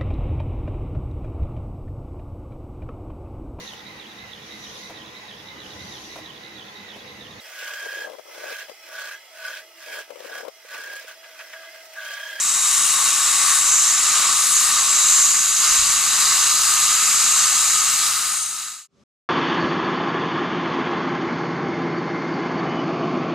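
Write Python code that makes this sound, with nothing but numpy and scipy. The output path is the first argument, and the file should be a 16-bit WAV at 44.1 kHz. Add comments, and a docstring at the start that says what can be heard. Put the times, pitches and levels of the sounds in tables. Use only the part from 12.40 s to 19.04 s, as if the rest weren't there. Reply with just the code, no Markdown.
"""A dental air-water syringe hisses and sings, close up, as its jet sweeps along the teeth of an open mouth.
One turbulent stream with droplet ticks is filtered into splash, cavity ring, jet hiss and mist.
Below it lie the suction's low rush (shaped noise), a faint hum and a slowly rising motor note (sines).
Puffs of air rumble at the microphone; all this fades out, and quiet room tone fades in."""
import sys
import numpy as np
from scipy import signal
from scipy.fft import rfft, irfft
from scipy.io import wavfile
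from scipy.ndimage import uniform_filter1d

SR = 44100
rng = np.random.default_rng(int(sys.argv[2]) if len(sys.argv) > 2 else 0)


def waveform_to_disk(signal):
    """Save audio, clipped to [-1, 1], as 16-bit WAV at the path in sys.argv[1]."""
    frames = np.transpose(np.atleast_2d(signal))
    scaled = np.clip(frames, -1, 1) * 32767
    samples = np.round(scaled).astype(np.int16)
    wavfile.write(sys.argv[1], SR, samples)


N = 292718
T = np.arange(N) / SR
FRAME = 1024
HOP_OVERLAP = FRAME * 3 // 4
HZ = np.fft.rfftfreq(FRAME, 1 / SR)[:, None]

# Where the nozzle points. Each row: time in seconds, aim (0 = front teeth, 1 = into the cheek).
AIM = [(0, 0), (1.4, 0.29), (1.8, .4), (3.1, 0.93), (3.3, 0.99), (4.7, 1), (5.4, 1), (6.4, 0.78)]
# How hard the water splashes in the mouth. Each row: time in seconds, level in dB before the spray's trim.
SPLASH_LEVEL = [(0.0, -30.2), (0.36, -26.4), (1.13, -24.6), (1.21, -26.8), (1.63, -25.5), (1.75, -23.2),
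                (2.15, -26.3), (2.2, -24.7), (2.67, -24.4), (3.14, -27.2), (3.25, -22.4), (3.6, -25.2),
                (3.87, -22.0), (4.18, -23.9), (4.55, -23.6), (5.9, -25.2), (6.07, -28.3), (6.21, -24.4)]
USUAL_SPLASH_DB = -24.5
# Room resonances in the low noise. Each row: frequency in Hz, width in Hz, lift in dB.
ROOM_MODES = [(230, 27, 5), (391, 21, 11.5), (478, 33, 3), (569, 26, 15)]


def gain_of(db):
    """Decibels to amplitude."""
    return 10 ** (np.asarray(db) / 20)


def evened(x):
    """Scales to rms 1."""
    return x / np.sqrt(np.mean(x ** 2) + 1e-20)


def along(rows, t):
    """Columns of a time curve, interpolated at the times t."""
    s, *columns = np.transpose(rows)
    return [np.interp(t, s, c) for c in columns]


def across(rows, hz):
    """Columns of a spectrum, interpolated over log frequency."""
    f, *columns = np.transpose(rows)
    log_f = np.log(np.sort(f) + 1)
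    return [np.interp(np.log(hz + 1), log_f, c) for c in columns]


def bell(x, centre, width):
    """Smooth hump over frequency or time: 1 at its centre, a half at width / 2 away."""
    return np.exp2(-(2 * (x - centre) / width) ** 2)


def swells(rows, t):
    """Sum of smooth level humps in dB, one per row of middle s, length s, dB."""
    return sum(db * bell(t, s, length) for s, length, db in rows)


def coloured(spectrum, modes=()):
    """Steady noise of rms 1 with the given spectrum, lifted at the given resonances."""
    hz = np.fft.rfftfreq(N, 1 / SR)
    lift_db = sum(lift * bell(hz, centre, width) for centre, width, lift in modes)
    db = across(spectrum, hz)[0] + lift_db
    return evened(irfft(rfft(rng.standard_normal(N)) * gain_of(db), N))


def wobble(rate_hz):
    """Random motion of rms 1, up to about the given rate."""
    hz = np.fft.rfftfreq(N, 1 / SR)
    lowpass = 1 / (1 + (hz / rate_hz) ** 4)
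    return evened(irfft(rfft(rng.standard_normal(N)) * lowpass, N))


def in_band(power, band_hz):
    """Scales each frame's power so that white noise through it has rms 1 within the band."""
    inside = (HZ >= band_hz[0]) & (HZ <= band_hz[1])
    return power / np.mean(power * inside, axis=0)


def turbulence(sputter_db, sputter_hz, drops_per_s, drop_spread_db, drop_db):
    """Rushing air sputters as water breaks up in it, with droplet ticks: two unrelated streams."""
    air = rng.standard_normal((2, N))
    sizes = gain_of(drop_spread_db * np.minimum(rng.exponential(1, N), 4))
    struck = rng.random(N) < drops_per_s / SR
    drops = evened(sizes * struck * rng.choice([-1, 1], (2, N)))
    sputter = gain_of(sputter_db * wobble(sputter_hz))
    return evened((air + gain_of(drop_db) * drops) * sputter)


def spray_levels(t, graze_db, aim, unrest_db=.25, unrest_hz=7):
    """Levels in dB of splash, ring, jet and mist: all follow the splash, and a graze turns ring into hiss."""
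    # Air blows straight into the cavity (+) or past it (-).
    # Each row: middle in seconds, length in seconds, ring change in dB.
    ring_swells = [(.6, .18, 2.3), (1.3, .16, 2.2), (1.83, .3, 4), (2.45, .45, 1.2), (3.15, .16, -2),
                   (3.58, .12, -2), (4.85, .7, 1.8)]
    # Water atomises on a tooth. Each row: middle in seconds, length in seconds, mist lift in dB.
    mist_bursts = [(.42, .55, 2.2), (1.14, .35, 2.3), (2.08, .18, 4), (2.25, .08, 3.2), (2.7, .25, 1),
                   (4.32, .15, 1.3), (4.72, .2, 1)]
    # base levels, then dB per dB of splash
    ring_base_db, jet_base_db, mist_base_db = -30.3, -20.2, -27.4
    ring_follows, jet_follows, mist_follows = 1.05, .2, .42
    ring_cheek_db = -1.2  # the cavity rings less with the jet in the cheek
    ring_loss = .27  # air caught by a tooth misses the cavity: dB lost per dB of graze

    splash_db, = along(SPLASH_LEVEL, t)
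    push_db = splash_db - USUAL_SPLASH_DB
    ring_db = ring_base_db + ring_follows * push_db + swells(ring_swells, t)
    ring_db = ring_db + ring_cheek_db * aim - ring_loss * graze_db
    jet_db = jet_base_db + jet_follows * push_db + graze_db
    mist_db = mist_base_db + mist_follows * push_db + swells(mist_bursts, t)
    unrest = unrest_db * np.interp(t, T, wobble(unrest_hz))
    return np.array([splash_db, ring_db, jet_db, mist_db]) + unrest


def mouth_power(t, patchy_db):
    """The jet excites the mouth's resonances by where it points; shifting water makes them waver."""
    # Higher mouth resonances. Each row: frequency in Hz, width in Hz,
    # lift in dB with the jet at the teeth, lift in dB with it in the cheek.
    resonances = [(2776, 220, 1.5, 5.3), (3780, 260, 5.3, 2), (4040, 330, 1.8, 3.8), (4900, 840, 1.3, 5.4),
                  (5630, 460, 6, 1), (6280, 350, 2.5, 6), (6740, 440, 3, 4), (9230, 760, 3.5, 0),
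                  (12200, 1500, -2, .4)]
    aim, = along(AIM, t)
    lift_db = sum(bell(HZ, hz, width) * (teeth + aim * (cheek - teeth))
                  for hz, width, teeth, cheek in resonances)
    patches = rng.standard_normal(lift_db.shape)
    patches = uniform_filter1d(patches, size=14, axis=0)  # over frequency
    patches = evened(uniform_filter1d(patches, size=7, axis=1))  # over time
    return gain_of(lift_db + patchy_db * patches) ** 2


def cavity_ring(t, width_hz=130, skirt=1.46, waver_hz=10):
    """Power of the mouth's lowest resonance, a breathy whistle of unsteady pitch."""
    # Lowest resonance of the open mouth. Each row: time in seconds, frequency in Hz.
    cavity = [(0.0, 1158), (2.01, 1190), (2.26, 1190), (3.92, 1180), (4.76, 1255), (5.04, 1223),
              (6.4, 1276)]
    ring_hz = along(cavity, t)[0] + waver_hz * np.interp(t, T, wobble(25))
    return (1 + (2 * (HZ - ring_hz) / width_hz) ** 2) ** -skirt


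def edge_tone(t, graze_db, aim, width_hz=440, waver_hz=80):
    """Power lift of an unsteady edge tone in the jet, which sinks as the jet bears on a tooth."""
    free_hz, sag_hz_per_db = 7660, 90
    teeth_db, cheek_db = 5.3, 3.6  # height over the hiss, by aim
    edge_hz = free_hz - sag_hz_per_db * graze_db + waver_hz * np.interp(t, T, wobble(40))
    edge_db = teeth_db + aim * (cheek_db - teeth_db)
    return gain_of(edge_db * bell(HZ, edge_hz, width_hz)) ** 2


def whistle_lift_db(t):
    """Brief breathy whistles as the jet crosses gaps between teeth, and one broad low spatter of the splash
    near 1 s: lifts of the spray's noise."""
    # Each row: middle in seconds, length in seconds, frequency in Hz, width in Hz, lift in dB.
    whistles = [(.45, .35, 9300, 600, 3.5), (.48, .25, 2830, 200, 4), (1.1, .25, 9500, 600, 3.5),
                (1.05, .3, 1900, 900, 2.5), (1.38, .22, 6100, 450, 3), (2.12, .14, 10400, 600, 4),
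                (2.174, 0.07, 6440, 500, 4), (2.52, .22, 7620, 400, 3), (5.1, .45, 8500, 350, 3.5),
                (5.75, .35, 13500, 800, 5), (6.02, .24, 8880, 700, 9), (6.02, .2, 6450, 450, 3.5)]
    return sum(db * bell(t, s, length) * bell(HZ, hz, width)
               for s, length, hz, width, db in whistles)


def at_ports(z):
    """Two unrelated streams become a port pair: alike in the bass, shaded and turned in the treble."""
    # The two microphone ports. Each row: frequency in Hz, left minus right in dB,
    # likeness (0-1), lead of the left in radians.
    ports = [(850, 0, 1, 0), (1250, -0.2, 0.98, -.1), (1550, 0, 1, 0), (2850, 0, 1, 0),
             (3200, 0, 0.8, -.15), (3600, 0, .95, -.1), (4000, -1, 0.82, -0.42), (5000, -.5, .8, -.36),
             (5570, -.3, 0.68, -0.6), (6000, -2.5, .72, -1.1), (6280, -6.5, .82, -0.95),
             (6720, -3.5, 0.95, -0.76), (7450, 3, 0.88, 0.4), (8100, 10, .85, 0.2), (8700, 11, 0.6, -.2),
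             (9500, 11, .74, -1.5), (11500, 8.5, .52, -1.8), (14100, 19.5, .33, -2)]
    tilt_db, same, lead_rad = across(ports, HZ)
    same, tilt = np.clip(same, 0, 1), gain_of(tilt_db / 2)
    left = tilt * z[0]
    right = (same * z[0] + np.sqrt(1 - same ** 2) * z[1]) * np.exp(-1j * lead_rad) / tilt
    # dividing by this keeps the level of the left-right mean
    centre = np.sqrt(tilt ** 2 + tilt ** -2 + 2 * same * np.cos(lead_rad)) / 2
    return np.array([left, right]) / centre


def spray(ring_flutter_db=0.9, trim_db=-.35):
    """One turbulent stream sounds as splash, cavity ring, jet hiss and mist."""
    # Colour of each part. Each row: frequency in Hz, relative density in dB per Hz.
    splash_colour, jet_colour, mist_colour = [(300, -37), (520, -33), (630, -23), (770, -8.3), (950, -8),
                                              (1100, -4), (1450, 1.2), (1750, -1), (2000, 0.2),
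                                              (2300, -0.5), (3450, -1.1), (3900, 2), (5800, -2),
                                              (7000, -15), (10000, -31)], [(4500, -42.5), (5700, -14.5), (6100, -4),
                                                              (6600, -1.5), (7200, 1.5), (7800, -0.5),
                                                              (8300, -8.5), (9200, -27.5), (12000, -37.5)], [(6500, -39), (8000, 3.5),
                                                                           (8500, 0), (8850, 1.5),
                                                                           (9500, 0), (10100, -3.5),
                                                                           (10800, -6), (11800, -10.5),
                                                                           (12700, -11), (14200, -11.5)]
    # The jet bears on a tooth (+) or slips off it (-).
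    # Each row: middle in seconds, length in seconds, hiss change in dB.
    grazes = [(1.39, .28, 3.4), (2.17, .07, 3.6), (2.33, .25, -1.2), (2.75, .4, 4.4), (3.33, .22, 1.7),
              (3.63, .12, -1.5), (4.2, .25, -.7), (4.85, .45, 1.5), (5.38, .25, 1.2), (5.78, .5, -3.5),
              (6.17, .16, -2.2)]

    stream = turbulence(sputter_db=0.35, sputter_hz=160, drops_per_s=1100, drop_spread_db=3, drop_db=-9)
    _, t, z = signal.stft(stream, SR, nperseg=FRAME, noverlap=HOP_OVERLAP)
    graze_db, aim = swells(grazes, t), along(AIM, t)[0]
    splash_db, ring_db, jet_db, mist_db = spray_levels(t, graze_db, aim)
    ring_db = ring_db + ring_flutter_db * np.interp(t, T, wobble(35))

    mouth = mouth_power(t, patchy_db=1.1)
    splash, jet, mist = (mouth * gain_of(across(colour, HZ)[0]) ** 2
                         for colour in (splash_colour, jet_colour, mist_colour))
    jet = jet * edge_tone(t, graze_db, aim)
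    # each level holds within the band given in Hz
    power = in_band(splash, (1600, 5500)) * gain_of(splash_db) ** 2
    power = power + in_band(cavity_ring(t), (1000, 1450)) * gain_of(ring_db) ** 2
    power = power + in_band(jet, (6000, 8200)) * gain_of(jet_db) ** 2
    power = power + in_band(mist, (8600, 14000)) * gain_of(mist_db) ** 2

    z = at_ports(z) * np.sqrt(power) * gain_of(whistle_lift_db(t) + trim_db)
    return signal.istft(z, SR, nperseg=FRAME, noverlap=HOP_OVERLAP)[1][:, :N]


def reflected(x, wet_db=-16, first_s=.003, spread_s=.03, count=40):
    """Lamp, tray and chair throw back many weak early reflections, which ripple the hiss irregularly."""
    late, sign = rng.random(count), rng.choice([-1, 1], count)
    delays = np.round((first_s + spread_s * late) * SR).astype(int)
    taps = np.bincount(delays, sign * np.exp(-late))
    echoes = signal.oaconvolve(x, taps[None] / np.linalg.norm(taps))[:, :N]
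    return x + gain_of(wet_db) * echoes


def clinic(rush_db=-52.5, side_db=-20, rush_follows=.5):
    """Low rush of the suction, which grows with the splash, with faint hum and a rising motor note."""
    # Low rush of suction and clinic. Each row: frequency in Hz, relative density in dB per Hz.
    rush_colour = [(20, 1), (33, 3.5), (52, -3.5), (100, -3), (185, 3.5), (270, 1.5), (320, -2),
                   (430, -11.5), (620, -11.5), (1000, -31.5), (2000, -67)]
    # A motor gathers speed. Each row: time in seconds, frequency in Hz, rms level in dB.
    motor_course = [(0, 70, -80), (1.4, 75.7, -66), (3, 82.1, -65.5), (3.8, 88.3, -57.5), (5, 95.2, -61),
                    (6.4, 102.6, -61.5)]
    # Electrical hum of the equipment. Each row: frequency in Hz, rms level in dB.
    hum_tones = [(60, -73), (120, -67.5)]
    motor_hz, motor_db = along(motor_course, T)
    motor = gain_of(motor_db) * np.sin(2 * np.pi * np.cumsum(motor_hz) / SR)
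    hum = sum(gain_of(db) * np.sin(2 * np.pi * hz * T) for hz, db in hum_tones)
    side = coloured(rush_colour) * np.array([[1], [-1]])
    rush = coloured(rush_colour, ROOM_MODES) + gain_of(side_db) * side
    push_db = along(SPLASH_LEVEL, T)[0] - USUAL_SPLASH_DB
    tones = np.sqrt(2) * (motor + hum)  # peak to rms
    return gain_of(rush_db + rush_follows * push_db) * rush + tones


def puffs(right_db=3):
    """Stray air buffets the microphone with a soft rumble, more at the right port."""
    # Each row: start in seconds, length in seconds, level in dB before the port shading, upper edge in Hz.
    gusts = [(2.15, .35, -55, 70), (3.285, .075, -38, 40), (3.37, 0.095, -40, 120), (3.44, .1, -44.5, 190),
             (3.53, .07, -47, 70)]
    out = np.zeros(N)
    for s, length, db, edge_hz in gusts:
        swell = np.sin(np.pi * np.clip((T - s) / length, 0, 1))
        out += gain_of(db) * swell * wobble(edge_hz)
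    return out * gain_of([[-right_db / 2], [right_db / 2]])


def fade(from_s=5.63, to_s=6.475, shape=1.05):
    """The gain falls almost evenly to silence."""
    return np.clip((to_s - T) / (to_s - from_s), 0, 1) ** shape


def room_tone(side_db=-9):
    """The quiet room, as shaped noise, fades in as the spray ends."""
    # Each row: frequency in Hz, relative density in dB per Hz.
    room_colour = [(35, -49.5), (60, -16), (203, -7), (277, -13.5), (917, -28.5), (1140, -20),
                   (1670, -30.5), (6310, -32), (12000, -53.5), (15600, -81.5), (22000, -120)]
    # Each row: time in seconds, level in dB of the part common to both ports.
    room_level = [(6.46, -100), (6.49, -78), (6.54, -64.5), (6.6, -58.5), (6.64, -58.5)]
    side = coloured(room_colour) * np.array([[1], [-1]])
    tone = coloured(room_colour, ROOM_MODES) + gain_of(side_db) * side
    return tone * gain_of(along(room_level, T)[0])


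def scene():
    """The spray close up, over the background of the clinic; both fade out and leave the quiet room."""
    return (reflected(spray()) + clinic() + puffs()) * fade() + room_tone()


def record(dry, ceiling=0.96, cutoff_hz=14300):
    """Soft saturation rounds off the highest peaks; a steep low-pass then limits the band."""
    rounded = dry / (1 + (dry / ceiling) ** 8) ** (1 / 8)
    lowpass = signal.firwin(801, cutoff_hz, window=("kaiser", 8), fs=SR)
    return signal.oaconvolve(rounded, lowpass[None], "same")


dry = scene()
out = record(dry)
waveform_to_disk(out)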